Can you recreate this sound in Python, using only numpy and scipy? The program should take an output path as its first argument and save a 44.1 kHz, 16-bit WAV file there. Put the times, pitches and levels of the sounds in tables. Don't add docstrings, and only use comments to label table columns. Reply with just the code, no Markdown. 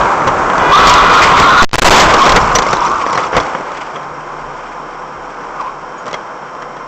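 import sys
import numpy as np
from scipy import signal
from scipy.fft import rfft, irfft
from scipy.io import wavfile
from scipy.ndimage import uniform_filter1d

SR = 44100
rng = np.random.default_rng(int(sys.argv[2]) if len(sys.argv) > 2 else 0)


def attenuation_scalar(level_db):
    decades = np.asarray(level_db, float) / 20
    return 10 ** decades


def transcribe(signal):
    frames = np.atleast_2d(signal).T
    limited = np.clip(frames, -1, 1)
    pcm = np.round(limited * 32767).astype(np.int16)
    wavfile.write(sys.argv[1], SR, pcm)


N = 302967

# time in seconds, pressure as a multiple of the recorder's limit.
PRESSURE = [
    (1.622, 0),
    (1.628, 30),
    (1.905, 30),
    (1.93, 2.5),
    (2.0, .8),
    (2.08, 0),
]
# start in seconds, length in seconds, rms as a share of the pressure.
CRUNCHES = [(1.623, .0105, 1.3), (1.6365, .002, 1.1), (1.6425, .0015, 1.6), (1.6465, .0014, 2.4),
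            (1.7312, .0035, 1.3), (1.738, .0050, 1.0), (1.7450, .0060, 1.1), (1.7545, .0035, 1.6),
            (1.782, .0150, .95), (1.8185, .0105, 1.1), (1.830, .0065, .8), (1.845, .0450, 3.0),
            (1.8950, .004, .85), (1.906, .1700, 2.5)]
# time in seconds, squeal centre in Hz, level in dB.
SQUEALS = [
    [(.55, 1000, -42), (.68, 1013, -36), (.73, 1060, 0.5), (.82, 1182, -3), (.9, 1147, 0.5),
     (1.1, 1240, -3), (1.35, 1173, -5), (1.5, 1246, -5.5), (1.62, 1232, 0.5)],
    [(1.95, 1300, 2), (2.04, 1005, -17.5), (2.12, 1145, -10.5), (2.24, 1179, -3.5), (2.32, 1050, -17.5),
     (2.6, 1050, -21), (2.85, 1160, -12), (3.2, 1123, -19.5), (3.3, 1099, -23)],
]
# time in seconds, pitch jitter as a share, pitch spread between patches as a share.
TREAD_GRIP = [(.7, 0.02434, 0.054), (.85, 0.0262, .16), (1.62, 0.02416, .16), (2.0, 0.023, 0.071),
              (2.35, .027, .07), (2.7, 0.06, .13), (3.3, .07, .13)]
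HORN_HZ = (404.0, 489.0)
# multiple of the pitch, level in dB.
HORN_OVERTONES = [
    [(1, -32), (2, -37.5), (3, -46), (4, -32), (5, -33.5), (6, -39), (7, -44), (8, -43)],
    [(1, -35), (2, -29), (3, -30.5), (4, -34), (5, -33.5), (6, -39.5), (7, -42)],
]
# time in seconds, level in dB.
HORN_LEVEL = [
    (.56, -23),
    (.6, 1.5),
    (.75, 11.5),
    (1.25, 8.5),
    (1.35, -3),
    (1.45, -48.5),
]
# time in seconds, peak in dB, crack in dB, time to fade 60 dB in seconds.
ROAD_KNOCKS = [(.218, -2, -34, .042), (.272, 4, -23, 0.048), (.277, 5.5, -23, 0.05), (.284, -6, -15, .042),
               (.298, -7, -26, 0.042), (.499, -1, -27, 0.056), (.58, 0.5, -11.5, 0.032),
               (.79, 6.5, -20, 0.13), (.87, 19.5, -12, 0.11), (.895, 4, 2, 0.079), (.939, -2, 7.5, 0.035),
               (1.097, 2, -21, .064), (1.317, 9.5, -29, 0.025), (1.399, 11.5, -10.5, 0.056)]
# time in seconds, peak in dB, crack in dB, time to fade 60 dB in seconds.
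CRASH_KNOCKS = [(1.998, 24.5, -7.5, 0.074), (2.139, 20, -10, 0.04), (2.262, 19, -19.5, 0.073),
                (2.293, 8.5, -8, 0.07), (2.321, 14, -10.5, 0.039), (2.36, 24, -16, 0.06),
                (2.444, -2, -25, 0.042), (2.492, -8, -20, 0.032), (2.552, 13.5, -6.5, 0.07),
                (2.586, 8, -8, 0.063), (2.621, -3.5, -6.5, .074), (2.665, -4, -14, 0.082),
                (2.73, 12, -16, 0.033), (2.875, -8.5, -25, 0.2), (2.916, -17, -5, 0.064),
                (3.018, -11, -13, 0.072), (3.064, 0.5, -24, .04), (3.097, -6, -14, 0.04),
                (3.131, -1, -14, .05), (3.154, -2, -15, 0.023), (3.175, 4.5, -23, 0.089),
                (3.28, -12, -26, 0.034), (3.329, -3.5, -35, 0.29), (3.348, -5.5, -33, .15),
                (3.366, 12, -17.5, 0.053), (3.378, 0, -21, 0.079), (3.401, -8, -10.5, 0.083),
                (3.453, -11, -23, .053), (3.549, -1.5, -43, .07), (3.608, -8, -32, 0.028)]
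# time in seconds, peak in dB, crack in dB, time to fade 60 dB in seconds.
REST_KNOCKS = [(3.717, -15, -14, 0.046), (3.837, -26, -23, 0.045), (3.957, -8, -26, 0.14),
               (4.031, -14, -19, 0.036), (4.459, -22, -25, .04), (4.861, -28, -19, .046),
               (5.563, -20, -17, 0.037), (5.6, -15, -25, .05), (5.609, -18, -12, 0.1),
               (6.057, -16, -14, .05), (6.065, -10.5, -17.5, .073), (6.08, -9.5, -15, 0.071),
               (6.111, -16, -10, 0.042), (6.13, -7, -10, 0.031), (6.142, -6.5, -15, 0.065),
               (6.145, -13, -20, .027), (6.425, -15, -38, .04), (6.549, -18, -19, 0.05),
               (6.621, -11.5, -19, 0.085), (6.766, -15, -21, 0.11)]
THUMP_DB = (-17.5, -29, -24)
# pitch in Hz, width in Hz, level in dB.
PANELS = [(150, 98, -10), (512, 192, 0), (824, 98, -2.5), (1050, 195, 2), (1300, 600, -3.5),
          (2017, 310, -7), (3250, 320, -20), (5750, 230, -20)]
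# peak time in seconds, level in dB.
SHOWERS = [(2.2, -18.5), (2.45, -39), (2.92, -51), (2.55, -36), (2.75, -24.5), (3.15, -28), (3.4, -36)]
# start in seconds, pitch in Hz, level in dB, time to fade 60 dB in seconds.
TINKLES = [(2.411, 5575, -32, 0.08), (2.555, 5850, 9.5, 0.035), (2.665, 2090, -8, 0.039),
           (2.865, 5870, -16, 0.026), (3.157, 4188, -23, 0.062), (3.40, 3410, -19, 0.048),
           (5.98, 6730, -34, 0.13), (6.139, 3280, -18, 0.054), (6.141, 2090, -15, 0.043),
           (3.96, 3280, -26, 0.046)]
# time in seconds, pitch in Hz, level in dB.
CREAK = [(5.55, 1200, -50), (5.565, 1200, -26), (5.595, 1200, -27), (5.603, 1200, -16), (5.63, 830, -22),
         (5.645, 1050, -23), (5.665, 960, -21), (5.70, 1200, -23), (5.72, 1200, -50)]
# time in seconds, cabin roar in dB.
RIDE = [(0, -5.5), (.2, -9.5), (.6, -8), (.85, -3), (1.25, -4), (1.55, -4.5), (1.62, -6.5), (1.91, -18.5),
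        (2.05, -4), (2.38, -5.5), (2.5, -10), (2.99, -16), (3.19, -14.5), (3.3, -16.5), (3.4, -14.5),
        (3.75, -20.5), (4.5, -22.5), (6.87, -24)]
# time in seconds, peak rumble in dB.
JOLTS = [(.28, -25), (.45, -31), (.89, -8), (1.11, -27), (1.4, -21), (1.56, -17), (1.9, -6), (2.0, -13),
         (2.3, -14), (2.36, -17), (2.56, -21.5), (2.73, -29), (2.9, -32.5), (3.37, -23.5), (4.1, -42),
         (4.45, -41), (5.2, -52), (6.15, -43)]
# frequency in Hz, level in dB per Hz.
ROAR_COLOUR = [(90, -44.5), (147, -11), (190, -13.5), (361, -8), (493, -8.5), (698, -6), (1030, -1.5),
               (1510, -8), (1890, -20.5), (2160, -19), (2740, -26.5), (4090, -37), (5600, -33),
               (6320, -32.5), (9000, -33)]
# frequency in Hz, level in dB per Hz.
RUMBLE_COLOUR = [(15, -7.5), (30, 4), (60, -2.5), (120, -2.5), (200, -8), (300, -36.5)]
# frequency in Hz, level in dB per Hz.
GRIT_COLOUR = [(1200, -12.5), (1900, -1.5), (2400, -1.5), (2700, -6), (3250, -7.5), (4000, -19.5),
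               (4850, -11.5), (5450, -15.5), (6300, -17), (9000, -11.5)]
# time in seconds, level in dB.
IDLE = [
    (3.9, -59),
    (4.4, -43),
    (5.9, -48),
    (6.2, -62),
    (6.87, -46),
]
# pitch in Hz, width in Hz, level in dB.
WHISTLES = [(147.2, 8.9, -46.5), (498, 36, -39.5), (1039, 17, -38.5), (2090, 37, -53), (5510, 550, -50.5)]
# time in seconds, depth in dB.
GRAZES = [(1.693, -19), (1.714, -15), (1.715, -29), (1.716, -29), (1.7520, -9), (1.756, -12), (1.7611, -16),
          (1.7633, -16), (1.7648, -16), (1.7656, -22), (1.7659, -9)]
# frequency in Hz, gain in dB.
CONVERTER = [(0, -1), (4000, -0.5), (6000, -2.5), (7500, -6), (8000, -10), (8400, -26), (8700, -68.5)]

RAIL = 0.73
SHOWER_RISE_DB_PER_S, SHOWER_FALL_DB_PER_S = 95, 73
JOLT_RISE_DB_PER_S, JOLT_FALL_DB_PER_S = 307.5, 199
RUMBLE_DB, RUMBLE_FOLLOWS = -17.0, 1.51
GRIT_DB, GRIT_FOLLOWS = -5.5, 1.7
BRAKE_S, BITE_S, ROLLING_DB = 0.706, 0.17, -18.5
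IDLE_HZ, WHINE_HZ, WHINE_DB = 33, 3130, -55
COUPLING_HZ, TOP_HZ = 1.9, 15350
KNEE, SQUEEZE = .65, .24
BUSY_NOISE_DB = -25


def collision():
    pressure = RAIL * in_time(PRESSURE)[0]
    share = np.zeros(N)
    for s, length, part in CRUNCHES:
        share[round(s * SR):round((s + length) * SR)] = part
    metal_colour = [(150, -4), (500, 2.5), (1100, 5), (2500, -9.0), (5500, -18), (9000, -10.5)]   # (Hz, dB)
    buckling = coloured(metal_colour, rng.standard_normal(N), patchy_db=1.0)
    return pressure * (1 + share * buckling)


def tyres():
    before, after = SQUEALS
    hz, db = in_time(list(before) + list(after))
    jitter, spread = in_time(TREAD_GRIP)
    patches = np.zeros(N)
    for place in np.linspace(-1, 1, num=6):
        patches += gliding(hz * (1 + spread * place), wander=.014, jitter=jitter, flutter_db=4.5)
    sample = np.arange(N)
    sliding = (sample > before[0][0] * SR) & (sample < after[-1][0] * SR)
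    return attenuation_scalar(db) * rms_one(patches) * sliding


def horn():
    t = np.arange(N) / SR
    level_db = in_time(HORN_LEVEL)[0]
    tones = np.zeros(N)
    for hz, overtones in zip(HORN_HZ, HORN_OVERTONES):
        for k, db in overtones:
            tones += attenuation_scalar(db) * np.sin(2 * np.pi * k * hz * t + k * k)
    return np.sqrt(2) * attenuation_scalar(level_db) * tones * (level_db > -39)


def all_knocks():
    groups = (ROAD_KNOCKS, CRASH_KNOCKS, REST_KNOCKS)
    return [(*row, db) for rows, db in zip(groups, THUMP_DB) for row in rows]


def knocks():
    dull, bright, low = np.zeros(N), np.zeros(N), np.zeros(N)
    rattle = rng.choice([-1., 1.], (2, N))
    for s, db, bright_db, t60, thump_db in all_knocks():
        i = round(s * SR)
        age = np.arange(min(N - i, SR // 5)) / SR
        fade_s = max(t60, .01)
        dull[i:i + len(age)] += attenuation_scalar(db - 60 * age / fade_s) * rattle[0, i:i + len(age)]
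        dull[i:i + 14] += attenuation_scalar(db + 2.5) * rattle[0, i] * np.hanning(14)
        bright[i:i + len(age)] += attenuation_scalar(db + bright_db - 100 * age / fade_s)
        low[i] += attenuation_scalar(db + thump_db) * rattle[0, i]
    body = np.zeros(N)
    for k, (hz, width_hz, db) in enumerate(PANELS):
        body += attenuation_scalar(db) * (-1) ** k * resonate(dull, hz, width_hz)
    crack_band = signal.butter(2, [1900, 8500], "band", fs=SR, output="sos")
    crack = signal.sosfilt(crack_band, bright * rattle[1])
    thump = resonate(resonate(low + 1e-18, 155, width_hz=73), 155, width_hz=82)
    return attenuation_scalar(5.5) * body + attenuation_scalar(2.0) * crack + attenuation_scalar(45.5) * thump


def debris():
    sizes = attenuation_scalar(3.8 * np.minimum(rng.exponential(1, N), 4)) * rng.choice([-1, 1], N)
    born = rng.random(N) < 1100 * attenuation_scalar(3.5 * drift(14.0)) / SR
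    pitches = np.r_[np.geomspace(1900, 7200, num=12), 5300, 5450, 5600, 5800]
    dealt = rng.integers(0, 16, N)
    rings = np.zeros(N)
    for k, hz in enumerate(pitches):
        rings += resonate(sizes * born * (dealt == k) + 1e-18, hz, hz / 22.0)
    return swells(SHOWERS, SHOWER_RISE_DB_PER_S, SHOWER_FALL_DB_PER_S) * rms_one(rings)


def small_parts():
    t = np.arange(N) / SR
    tinkles = np.zeros(N)
    for s, hz, db, t60 in TINKLES:
        age = np.maximum(t - s, 0)
        tinkles += attenuation_scalar(db - 60 * age / t60) * np.sin(2 * np.pi * hz * age)
    hz, db = in_time(CREAK)
    creak = gliding(hz, wander=.004, jitter=.045, flutter_db=.4)
    rub = resonate(rng.standard_normal(N), 2400, width_hz=460)
    return tinkles + attenuation_scalar(db) * (creak + attenuation_scalar(-5.5) * rub) * (db > -49)


def ride():
    roar_db = in_time(RIDE)[0]
    roar = coloured(ROAR_COLOUR, rng.standard_normal(N), patchy_db=.45)

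    jolts = swells(JOLTS, JOLT_RISE_DB_PER_S, JOLT_FALL_DB_PER_S)
    shaking = attenuation_scalar(RUMBLE_DB + RUMBLE_FOLLOWS * roar_db) + jolts
    rumble = coloured(RUMBLE_COLOUR, rng.standard_normal(N), patchy_db=-2.5)

    rolling = np.clip(1 - (np.arange(N) / SR - BRAKE_S) / BITE_S, 0, 1)
    grit_db = GRIT_DB + GRIT_FOLLOWS * roar_db + ROLLING_DB * rolling
    tick_sizes = attenuation_scalar(2.1 * np.minimum(rng.exponential(1, N), 5)) * rng.choice([-1, 1], N)
    ticks = (rng.random(N) < 900 / SR) * tick_sizes
    grit = coloured(GRIT_COLOUR, rms_one(ticks) + 2.0 * rng.standard_normal(N), patchy_db=3.5)
    return attenuation_scalar(roar_db - 2.38) * roar + shaking * rumble + attenuation_scalar(grit_db) * grit


def engine():
    t = np.arange(N) / SR
    out = np.sqrt(2) * attenuation_scalar(in_time(IDLE)[0]) * np.sin(2 * np.pi * IDLE_HZ * t)
    out += attenuation_scalar(WHINE_DB) * gliding(WHINE_HZ, wander=.002, jitter=.004, flutter_db=1.5)
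    white = rng.standard_normal(N)
    for hz, width_hz, db in WHISTLES:
        whistle = resonate(resonate(white, hz, width_hz), hz, width_hz)
        out += attenuation_scalar(db) * rms_one(whistle)
    return out


def rms_one(x):
    return x / np.sqrt(np.mean(x ** 2) + 1e-20)


def in_time(rows):
    s, *columns = np.transpose(rows)
    return [np.interp(np.arange(N) / SR, s, c) for c in columns]


def swells(events, rise_db_per_s, fall_db_per_s):
    t = np.arange(N) / SR
    return sum(attenuation_scalar(db + np.minimum(rise_db_per_s * (t - s), fall_db_per_s * (s - t))) for s, db in events)


def drift(rate):
    r = np.exp(-40 * np.pi * rate / SR)
    white = rng.standard_normal(N // 20 + 4002)
    slow = signal.lfilter([1], [1, -2 * r, r * r], white)[4000:]
    return np.interp(np.arange(N) / 20, np.arange(len(slow)), rms_one(slow))


def resonate(x, hz, width_hz):
    r = np.exp(-np.pi * width_hz / SR)
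    feedback = [1, -2 * r * np.cos(2 * np.pi * hz / SR), r * r]
    return signal.lfilter([(1 - r * r) / 2, 0, (r * r - 1) / 2], feedback, x)


def coloured(spectrum, white, patchy_db):
    hz, db = np.transpose(spectrum)
    grid = np.maximum(np.fft.rfftfreq(N, 1 / SR), 1)
    gain_db = np.interp(np.log(grid), np.log(hz), db, left=-80, right=-80)
    shaped = irfft(rfft(white) * attenuation_scalar(gain_db), N)
    return rms_one(shaped * attenuation_scalar(patchy_db * (drift(4.1) + drift(28.0))))


def gliding(hz, wander, jitter, flutter_db):
    pitch = hz * (1 + wander * drift(8.0) + jitter * drift(144.6))
    turns = np.cumsum(pitch) / SR
    return rms_one(np.sin(2 * np.pi * turns) * attenuation_scalar(flutter_db * drift(21.2)))


def scene():
    crash = collision() + tyres() + horn()
    wreckage = knocks() + debris() + small_parts()
    return (crash + wreckage + ride() + engine())[None]


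def band_limit(x):
    return signal.sosfilt(signal.butter(12, 16340, fs=SR, output="sos"), x)


def record(dry):
    railed = np.clip(dry, -RAIL, RAIL)
    for s, db in GRAZES:
        railed[:, round(s * SR):round(s * SR) + 5] -= attenuation_scalar(db)
    capacitor = signal.butter(1, COUPLING_HZ, "high", fs=SR, output="sos")
    drained = signal.sosfilt(np.vstack([capacitor, capacitor]), railed)

    busy = np.sqrt(uniform_filter1d(np.diff(railed, prepend=0) ** 2, size=700) + 1e-12)
    grain = signal.lfilter([1], [1, -.8], rng.standard_normal(dry.shape))
    noisy = drained + attenuation_scalar(BUSY_NOISE_DB) * busy * grain

    hz, db = np.transpose(CONVERTER)
    gain_db = np.interp(np.fft.rfftfreq(N, 1 / SR), hz, db, right=-140)
    band = irfft(rfft(noisy) * attenuation_scalar(gain_db), N)

    tips = np.sign(band) * np.maximum(np.abs(band) - KNEE, 0)
    fizz = signal.sosfilt(signal.butter(2, 11000, "high", fs=SR, output="sos"), tips)
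    bent = band - SQUEEZE * tips - attenuation_scalar(-0.5) * fizz
    bent = signal.sosfilt(signal.cheby2(18, 60, TOP_HZ, fs=SR, output="sos"), bent)
    mix = np.clip(attenuation_scalar(0.08) * bent, -1, 1)
    return band_limit(mix)


dry = scene()
out = record(dry)
transcribe(out)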